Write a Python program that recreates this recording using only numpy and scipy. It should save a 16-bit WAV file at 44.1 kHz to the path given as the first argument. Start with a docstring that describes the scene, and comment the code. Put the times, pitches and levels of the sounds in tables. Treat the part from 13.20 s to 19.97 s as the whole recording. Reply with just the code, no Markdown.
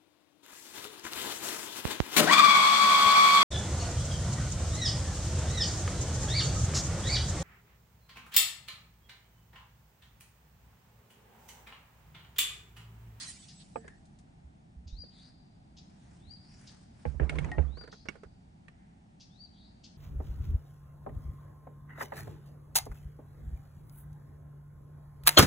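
"""An angler in a plastic kayak on a still river. Line hisses off the spool after a cast; something raps the rim
and the spool ticks to a stop. A knee or arm bumps the hull, a sleeve rubs. Near 4 s gear is moved on the deck:
it knocks, clicks, clinks and drags, and the hollow hull booms on the right. The reel then turns in dry ticks,
with two last clicks. Throughout, over a low distant hum, one small bird in the bank woods sings rising whistles
that end in a rough rising note, while another gives sharp chips."""
import sys
import numpy as np
from scipy import signal
from scipy.fft import rfft, irfft, next_fast_len
from scipy.io import wavfile
from scipy.ndimage import map_coordinates

SR = 44100
rng = np.random.default_rng(int(sys.argv[2]) if len(sys.argv) > 2 else 0)


def dump_mix(stems):
    """Bounce the given channels to the path in sys.argv[1] as a 16-bit WAV at rate SR."""
    frames = np.atleast_2d(stems).T  # one column per channel
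    limited = np.clip(frames, -1, 1)  # hard clip at full scale
    pcm = np.round(limited * 32767).astype(np.int16)
    wavfile.write(sys.argv[1], SR, pcm)


N = 298557


def amp(db):
    return 10 ** (np.asarray(db) / 20)


def unit(x):
    return x / np.sqrt(np.mean(x ** 2) + 1e-20)


def along(points, hz):
    """Interpolate (f/Hz, value) points on a log frequency axis."""
    f, v = np.transpose(points)
    return np.interp(np.log(hz + 1), np.log(f + 1), v)


def wobble(rate_hz, size=N):
    """Smooth random curve, rate_hz knots a second."""
    knots = rng.standard_normal(int(size * rate_hz / SR) + 4)
    return map_coordinates(knots, [np.arange(size) * rate_hz / SR])


def sine(hz):
    """Sine following a per-sample frequency."""
    return np.sin(2 * np.pi * np.cumsum(hz) / SR)


def filtered(x, response):
    """Zero-phase filter with gain response(hz)."""
    n = x.shape[-1]
    m = next_fast_len(n + 8192)
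    return irfft(rfft(x, m) * response(np.fft.rfftfreq(m, 1 / SR)), m)[..., :n]


def butter(x, hz, kind, order=2):
    """Causal low-pass or high-pass."""
    return signal.sosfilt(signal.butter(order, hz, kind, fs=SR, output="sos"), x)


def noise(colour, corr, size=N):
    """Coloured stereo noise, rms 1; corr is the L-R correlation, one value or (f/Hz, value) points."""
    def angle(hz):
        return np.arccos(np.clip(corr if np.isscalar(corr) else along(corr, hz), -1, 1)) / 2
    a, b = rng.standard_normal((2, size))
    mid = filtered(a, lambda hz: amp(along(colour, hz)) * np.cos(angle(hz)))
    side = filtered(b, lambda hz: amp(along(colour, hz)) * np.sin(angle(hz)))
    return unit(np.array([mid + side, mid - side]))


def band(hz, width_hz):
    """Stereo noise in one resonance, rms 1."""
    white = rng.standard_normal((2, N))
    return unit(filtered(white, lambda f: 1 / (1 + (2 * (f - hz) / width_hz) ** 2)))


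def patches(x, depth_db, bins, frames):
    """Friction flutter: random gain in patches of frequency and time; rms 1."""
    spectrum = signal.stft(x, nperseg=512)[2]
    rows, cols = np.indices(spectrum.shape[1:])
    field = map_coordinates(rng.standard_normal(rows.shape), [rows / bins, cols / frames])
    return unit(signal.istft(spectrum * amp(depth_db * field), nperseg=512)[1][:, :N])


def swells(rows):
    """Sum of bell-shaped gains; rows: peak t/s, length/s, level/dB."""
    t = np.arange(N) / SR
    return sum(amp(db) * 0.5 ** ((4 * (t - s) / length_s) ** 2) for s, length_s, db in rows)


def stroke(start_s, rise_s, hold_s, fade_db_per_s):
    """Gain that rises, holds, then fades."""
    t = np.arange(N) / SR - start_s
    return np.clip(t / rise_s, 0, 1) * amp(-fade_db_per_s * np.maximum(t - rise_s - hold_s, 0))


def pan(db):
    """Stereo gains for an L-R level difference."""
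    return unit(amp([[db / 2], [-db / 2]]))


def add(track, s, sound):
    """Mix a sound in at time s."""
    part = track[:, max(round(s * SR), 0):]
    part[:, :sound.shape[-1]] += sound[..., :part.shape[1]]


def hit_time():
    """Time axis of a half-second event."""
    return np.arange(SR // 2) / SR


def onset(rise_s):
    return 1 - np.exp(-hit_time() / rise_s)


def ring(modes, scatter_db, phase_rad, waver=0):
    """Decaying modes (f/Hz, level/dB, t60/s) with random strengths, channel phases and pitch waver."""
    t = hit_time()
    hz, db, t60_s = np.transpose(modes)[:, :, None]
    gain = amp(db + scatter_db * rng.standard_normal(db.shape))
    polarity = np.pi * np.arange(len(modes))[:, None]
    phase = polarity + phase_rad * rng.standard_normal((2, len(modes), 1))
    clock = np.cumsum(1 + waver * wobble(93, len(t))) / SR
    envelope = gain / np.linalg.norm(gain) * amp(-60 * t / t60_s)
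    return np.sum(envelope * np.sin(2 * np.pi * hz * clock + phase), axis=1)


def burst(colour, rise_s, t60_s, corr=0):
    """Noise puff that swells and decays."""
    t = hit_time()
    return noise(colour, corr, len(t)) * onset(rise_s) ** 2 * amp(-60 * t / t60_s)


# ambient spectrum: f/Hz, level/dB
AIR_COLOUR = [(25, -16.5), (90, -5), (175, 0.5), (250, -8), (500, -25), (780, -14.5), (1080, -28.5),
              (1800, -29.5), (3000, -35), (9500, -44.5)]
# ambient stereo image: f/Hz, L-R correlation
AIR_CORR = [(200, 0.93), (790, -0.58), (3000, -0.29), (9000, 0.95)]


def air():
    """Low distant hum and a thin hiss over the water."""
    return amp(-57) * noise(AIR_COLOUR, AIR_CORR) * amp(wobble(2.89))


def woods(song, scatter_t60_s=0.23, tail_t60_s=1.68):
    """Trunks scatter the song at once; far trees add a long faint tail."""
    t = np.arange(SR) / SR
    decay = amp(-60 * t / scatter_t60_s) + amp(-11 - 60 * t / tail_t60_s)
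    response = rng.standard_normal((2, SR)) * decay / np.linalg.norm(decay)
    return signal.fftconvolve(song, response, axes=1)[:, :N]


# chips of one bird: t/s, level/dB
CHIPS = [(.28, -58), (1.668, -63.5), (2.565, -61.5), (3.464, -60), (4.711, -62), (5.996, -61), (6.632, -59)]
# chip spectrum: f/Hz, level/dB
CHIP_COLOUR = [(1700, -51.5), (2400, -9.5), (3300, -2), (5000, 4), (6500, -3), (9000, -29.5)]
# whistles of the other bird: top t/s, level/dB, top f/Hz
WHISTLES = [(1.813, -51, 4812), (3.132, -55, 4770), (4.606, -53.5, 4743), (6.226, -54, 4684)]
# whistle contour: t/s from the top, pitch ratio, level/dB
SLUR = [(-.13, .7, -22), (-.052, .86, -10), (-.024, .98, -1), (0, 1, 0), (.024, .985, -2), (.046, .82, -17)]
# rough rising notes ending the whistles: t/s, level/dB, start f/Hz
SECOND_NOTES = [(1.9, -61, 3550), (3.2, -65, 4550), (4.68, -65, 3980), (6.32, -64.5, 3520)]


def birds():
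    """One bird gives rasping chips; another sings whistles that slur up, drop and end in a rough rising note."""
    rasps, whistles, t = np.zeros((2, N)), np.zeros((2, N)), hit_time()
    for s, db in CHIPS:
        gain = amp(db + 14 + 2 * wobble(400, len(t)))
        add(rasps, s, gain * burst(CHIP_COLOUR, rise_s=0.0079, t60_s=0.12, corr=0.98))
    slur_s, slur_ratio, slur_db = np.transpose(SLUR)
    ratio = np.interp(t + slur_s[0], slur_s, slur_ratio)
    shape_db = np.interp(t + slur_s[0], slur_s, slur_db, right=-np.inf)
    for s, db, top_hz in WHISTLES:
        hz = top_hz * ratio * (1 + 0.008 * wobble(400, len(t)))
        flutter_db = 3 * wobble(200, len(t))
        add(whistles, s + slur_s[0], amp(db + shape_db + flutter_db) * sine(hz))
    progress = np.clip(t / 0.22, 0, 1)
    for s, db, start_hz in SECOND_NOTES:
        hz = start_hz + 1150 * progress + 620 * np.tanh(wobble(700, len(t)))
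        add(rasps, s, amp(db) * np.sin(np.pi * progress) * sine(hz))
    return rasps * pan(1.4) + whistles * pan(11) + woods(rasps + whistles) * pan(3.5)


# hull rumble spectrum: f/Hz, level/dB
ROCK_COLOUR = [(20, -23), (40, -3.5), (70, 2.5), (250, -25), (2000, -90)]


def rocking():
    """The hull rumbles faintly as the boat rocks."""
    rumble = unit(noise(ROCK_COLOUR, corr=0.95) * amp(3.1 * wobble(16)))
    return amp(-64) * rumble * pan(-1.5)


# arm movements: peak t/s, length/s, level/dB
ARM_MOVES = [(2.02, 0.34, -67), (2.93, 0.74, -68), (3.46, 0.58, -61.5), (3.87, 0.36, -65.5)]
# flannel spectrum: f/Hz, level/dB
CLOTH_COLOUR = [(300, -5.5), (1800, -0.5), (2800, -6), (8500, -7.5)]


def sleeve():
    """Flannel rubs as the arm moves."""
    friction = patches(noise(CLOTH_COLOUR, corr=0.5), depth_db=2.5, bins=10, frames=10)
    return swells(ARM_MOVES) * unit(friction * amp(2 * wobble(140)))


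# line friction spectrum: f/Hz, level/dB
LINE_COLOUR = [(400, -21.5), (2000, -9), (3100, -8.5), (4400, -3.5), (6500, -5), (9000, -4)]
# line and spool resonances: peak t/s, length/s, level/dB, f/Hz, width/Hz
WHIRRS = [(0.024, 0.1, -44.5, 4520, 1300), (0.025, 0.16, -53, 1870, 900), (0.097, 0.06, -45.5, 8900, 2200),
          (0.414, 0.07, -58, 3900, 2200), (0.692, 0.27, -62.5, 1760, 260), (5.62, 0.53, -76, 1890, 900)]
# line singing in the rod rings: peak t/s, length/s, level/dB
SINGS = [(.21, 0.11, -58), (.38, 0.12, -60), (.58, 0.1, -62.5)]
RUSH_DB, RUSH_HOLD_S, RUSH_FADE_DB_PER_S = -42.5, 0.11, 397
RUNOUT_DB, RUNOUT_FADE_DB_PER_S = -44.5, 39.5


def cast():
    """Line rubs over the spool lip and through the rings: a rush, then a run-out as the lure slows."""
    t = np.arange(N) / SR
    rush = amp(RUSH_DB - RUSH_FADE_DB_PER_S * np.maximum(t - RUSH_HOLD_S, 0))
    runout = amp(RUNOUT_DB - RUNOUT_FADE_DB_PER_S * t)
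    friction = patches(noise(LINE_COLOUR, corr=0.36), depth_db=5, bins=2, frames=5)
    hiss = np.hypot(rush, runout) * friction
    whirr = sum(swells([(s, length_s, db)]) * band(hz, width_hz)
                for s, length_s, db, hz, width_hz in WHIRRS)
    sing = swells(SINGS) * sine(7850 + 130 * wobble(580))
    return (hiss + whirr) * pan(-2.3) + sing


# spool stopping: t/s, level/dB
SPOOL_TICKS = [(0.8532, -58), (0.987, -55)]
# reel turning: t/s, level/dB
REEL_TICKS = [(4.572, -45), (4.61, -44.5), (4.637, -42.5), (4.675, -43.5), (4.7261, -41), (4.855, -43.5),
              (4.954, -47), (5.0332, -43)]
# reel tick spectrum: f/Hz, level/dB
REEL_COLOUR = [(100, -23), (468, 12), (750, -6.5), (1500, 0), (2600, -18), (9000, -30)]


def reel():
    """The spool stops with light ticks; the reel turns with blunt, dry ones."""
    out = np.zeros((2, N))
    for s, db in SPOOL_TICKS:
        add(out, s, amp(db - 4) * burst(LINE_COLOUR, rise_s=0.00055, t60_s=0.11, corr=0.3))
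    for s, db in REEL_TICKS:
        add(out, s, amp(db) * pan(-7) * burst(REEL_COLOUR, rise_s=0.0005, t60_s=0.075, corr=0.4))
    return out


# nudges on the hull: t/s, level/dB, f/Hz
BUMPS = [(1.246, -39, 69.6), (1.566, -35, 62.3), (1.656, -36, 78), (1.724, -29, 46.7), (1.779, -36.5, 77.3),
         (3.071, -41.5, 86), (5.055, -40, 60)]


def bumps():
    """A padded arm or knee nudges the hull: a few low, damped cycles."""
    out = np.zeros((2, N))
    for s, db, hz in BUMPS:
        add(out, s, amp(db) * onset(0.0065) * ring([(hz, 0, 0.18)], scatter_db=1, phase_rad=0.54))
    return out * pan(-3)


# plastic snaps: t/s, level/dB, ring f/Hz, overtone f/Hz, crack/dB, L-R/dB
CLICKS = [(0.679, -44.5, 1655, 7000, -4.5, 1), (4.0942, -30.5, 2180, 3590, -1.5, -4),
          (4.155, -56.5, 2280, 5730, 12.5, -2), (4.1856, -32.5, 2180, 3270, -2, -4),
          (4.245, -41, 1985, 6280, -4, -2.5), (4.886, -29.5, 2224, 5720, -6, -11),
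          (5.482, -47, 1825, 2660, -5.5, -4)]
# hard contact spectrum: f/Hz, level/dB
CRACK_COLOUR = [(400, 4.5), (750, -11.5), (1400, -3), (2300, -5), (3200, -12), (5500, -22), (10000, -22)]


def clicks():
    """Hard plastic parts snap together: crack, short ring, rough overtone, faint rattle."""
    out, t = np.zeros((2, N)), hit_time()
    attack = onset(0.00065)
    for s, db, hz, overtone_hz, crack_db, side_db in CLICKS:
        modes = [(hz * 0.65, -9, 0.035), (hz, 0, 0.04), (hz * 1.25, -4, 0.03)]
        tone = attack * ring(modes, scatter_db=0, phase_rad=0.97)
        crack = burst(CRACK_COLOUR, rise_s=0.00056, t60_s=0.042, corr=0.1)
        rattle = amp(-21) * burst(CRACK_COLOUR, rise_s=0.0012, t60_s=0.35)
        rough_hz = overtone_hz * (1 + 0.1 * wobble(2000, len(t)))
        overtone = attack * amp(-11.5 - 60 * t / 0.023) * sine(rough_hz)
        snap = tone + amp(crack_db) * (crack + rattle)
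        add(out, s, amp(db + 4.5) * (snap * pan(side_db) + overtone))
    return out


# tool strike: t/s, level/dB
CLINKS = [(4.3168, -33)]
# tool modes: f/Hz, level/dB, t60/s
TOOL_MODES = [(724, 4.5, 0.084), (847, -1.5, 0.19), (1877, 9, 0.15), (2060, -0.5, 0.083)]


def clink():
    """A small tool is struck and rings."""
    out = np.zeros((2, N))
    for s, db in CLINKS:
        tone = ring(TOOL_MODES, scatter_db=0, phase_rad=0.93, waver=0.011)
        contact = amp(-2.5) * burst(CRACK_COLOUR, rise_s=0.0012, t60_s=0.025)
        add(out, s, amp(db) * (tone + contact))
    return out


# blows on the deck; the faint one at 1.84 s is a small wave slapping the hull: t/s, level/dB, low-pass f/Hz
KNOCKS = [(0.644, -47, 400), (1.836, -54.5, 500), (3.8522, -34, 900), (3.943, -54, 600), (3.9975, -32, 970),
          (4.017, -34.5, 450), (4.03, -41, 800), (4.095, -45, 1200), (4.157, -44, 900), (4.3822, -29, 776)]
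# main deck modes: f/Hz, level/dB, t60/s
DECK_MODES = [(229, 1.5, 0.16), (382.4, 2.5, 0.084), (485, 0, 0.095), (614, 3.5, 0.039), (840, -6, 0.07),
              (1670, 4.5, 0.025), (1873, 3.5, 0.022)]
# spectrum of the dense small deck modes: f/Hz, level/dB
DECK_COLOUR = [(60, -26), (200, -0.5), (500, 6.5), (1000, -11), (2300, -7), (3300, -19.5), (9000, -34)]
REBOUND_DB, REBOUND_GAP_S = -9.5, 0.008


def knocks():
    """Gear hits the deck, rings its plate modes and rebounds; softer contacts are duller. Near 1.84 s a small
    wave slaps the hull in the same way."""
    out = np.zeros((2, N))
    for s, db, cutoff_hz in KNOCKS:
        blow = ring(DECK_MODES, scatter_db=7, phase_rad=0.79)
        blow += amp(-1) * burst(DECK_COLOUR, rise_s=0.00029, t60_s=0.053)
        for k, jitter in enumerate(rng.uniform(0.504, 1.4, size=4)):
            rebound = amp(REBOUND_DB) / (k + 1) * burst(CRACK_COLOUR, rise_s=0.00036, t60_s=0.022)
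            add(blow, (k + jitter) * REBOUND_GAP_S, rebound)
        blow = butter(blow, cutoff_hz, "low", order=1)
        blow = butter(blow, 274, "high")  # the deck radiates little bass
        add(out, s, amp(db + 8) * butter(blow, 2940, "low", order=4))
    return out * pan(-4)


# blow on the rim: t/s, level/dB
RAPS = [(0.5572, -25)]
# rim modes: f/Hz, level/dB, t60/s
RIM_MODES = [(233, -11, 0.15), (450, -3, 0.16), (703, 0.5, 0.083), (876, 8.5, 0.041), (1210, -2, 0.05)]


def rim_rap():
    """Something set down on the rim rings it and the small deck modes."""
    out = np.zeros((2, N))
    for s, db in RAPS:
        rim = onset(0.0012) * ring(RIM_MODES, scatter_db=1, phase_rad=0.7)
        deck = amp(-6) * burst(DECK_COLOUR, rise_s=0.00044, t60_s=0.066, corr=0.23)
        add(out, s, amp(db) * butter(rim + deck, 1770, "low"))
    return out * pan(-8.5)


def pull():
    """Gain of one long pull across the deck."""
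    return amp(-44) * stroke(start_s=4.09, rise_s=0.039, hold_s=0.16, fade_db_per_s=82)


# deck friction spectrum: f/Hz, level/dB
DRAG_COLOUR = [(80, -4.5), (280, -1.5), (500, -7), (1100, -14.5), (2300, -23.5), (3300, -34), (9000, -41.5)]


def dragging():
    """Gear scrapes the deck: a skid after each knock, and the long pull."""
    skids = sum(amp(db - 15.5) * stroke(s, rise_s=0.0089, hold_s=0, fade_db_per_s=157)
                for s, db, _ in KNOCKS)
    friction = patches(noise(DRAG_COLOUR, corr=0.23), depth_db=3.5, bins=3.02, frames=2.5)
    return np.hypot(skids, pull()) * friction * pan(-1.8)


# weight landing on the hull: t/s, level/dB, push length/s, t60 factor
THUMPS = [(3.8578, -18, 0.0054, 0.81), (3.9415, -20.5, 0.0075, 0.8), (4.003, -14.5, 0.0028, 0.7),
          (4.0125, -0.5, 0.025, 0.45), (4.1866, -23.5, 0.0012, 1.1), (4.375, -7.5, 0.0078, 0.97)]
# hull modes: f/Hz, level/dB, free t60/s
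HULL_MODES = [(47.5, -8, 0.35), (66.4, 3, 0.45), (82.3, 0, 0.22), (147.9, 1, 0.31)]


def hull_booms():
    """Each push of weight sets the hollow hull booming; longer pushes excite less of its top."""
    out, t = np.zeros((2, N)), hit_time()
    for s, db, length_s, t60_factor in THUMPS:
        push = t * np.exp(-4 * t / length_s)
        modes = np.array(HULL_MODES) * [1, 1, t60_factor]
        response = ring(modes, scatter_db=0.5, phase_rad=0, waver=0.078)
        add(out, s, amp(db) * signal.fftconvolve(response, push[None] / push.sum(), axes=1))
    return butter(out, 35, "high", order=1) * pan(-19.5)


def hull_drone():
    """The long pull judders and drives the hull modes."""
    judder = butter(rng.standard_normal((2, N)), 110, "high", order=1)
    response = ring(HULL_MODES, scatter_db=2, phase_rad=0, waver=0.11)
    drone = unit(signal.fftconvolve(judder, response, axes=1)[:, :N])
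    return amp(8.5) * pull() * drone * pan(-14)


def scene():
    boat = knocks() + rim_rap() + hull_booms() + hull_drone() + rocking() + bumps()
    gear = clicks() + clink() + reel() + cast() + dragging()
    return boat + gear + sleeve() + birds() + air()


def record(dry, top_hz=9800):
    """Steep low-pass at the band limit."""
    return filtered(dry, lambda hz: 1 / np.sqrt(1 + (hz / top_hz) ** 200))


dry = scene()
out = record(dry)
dump_mix(out)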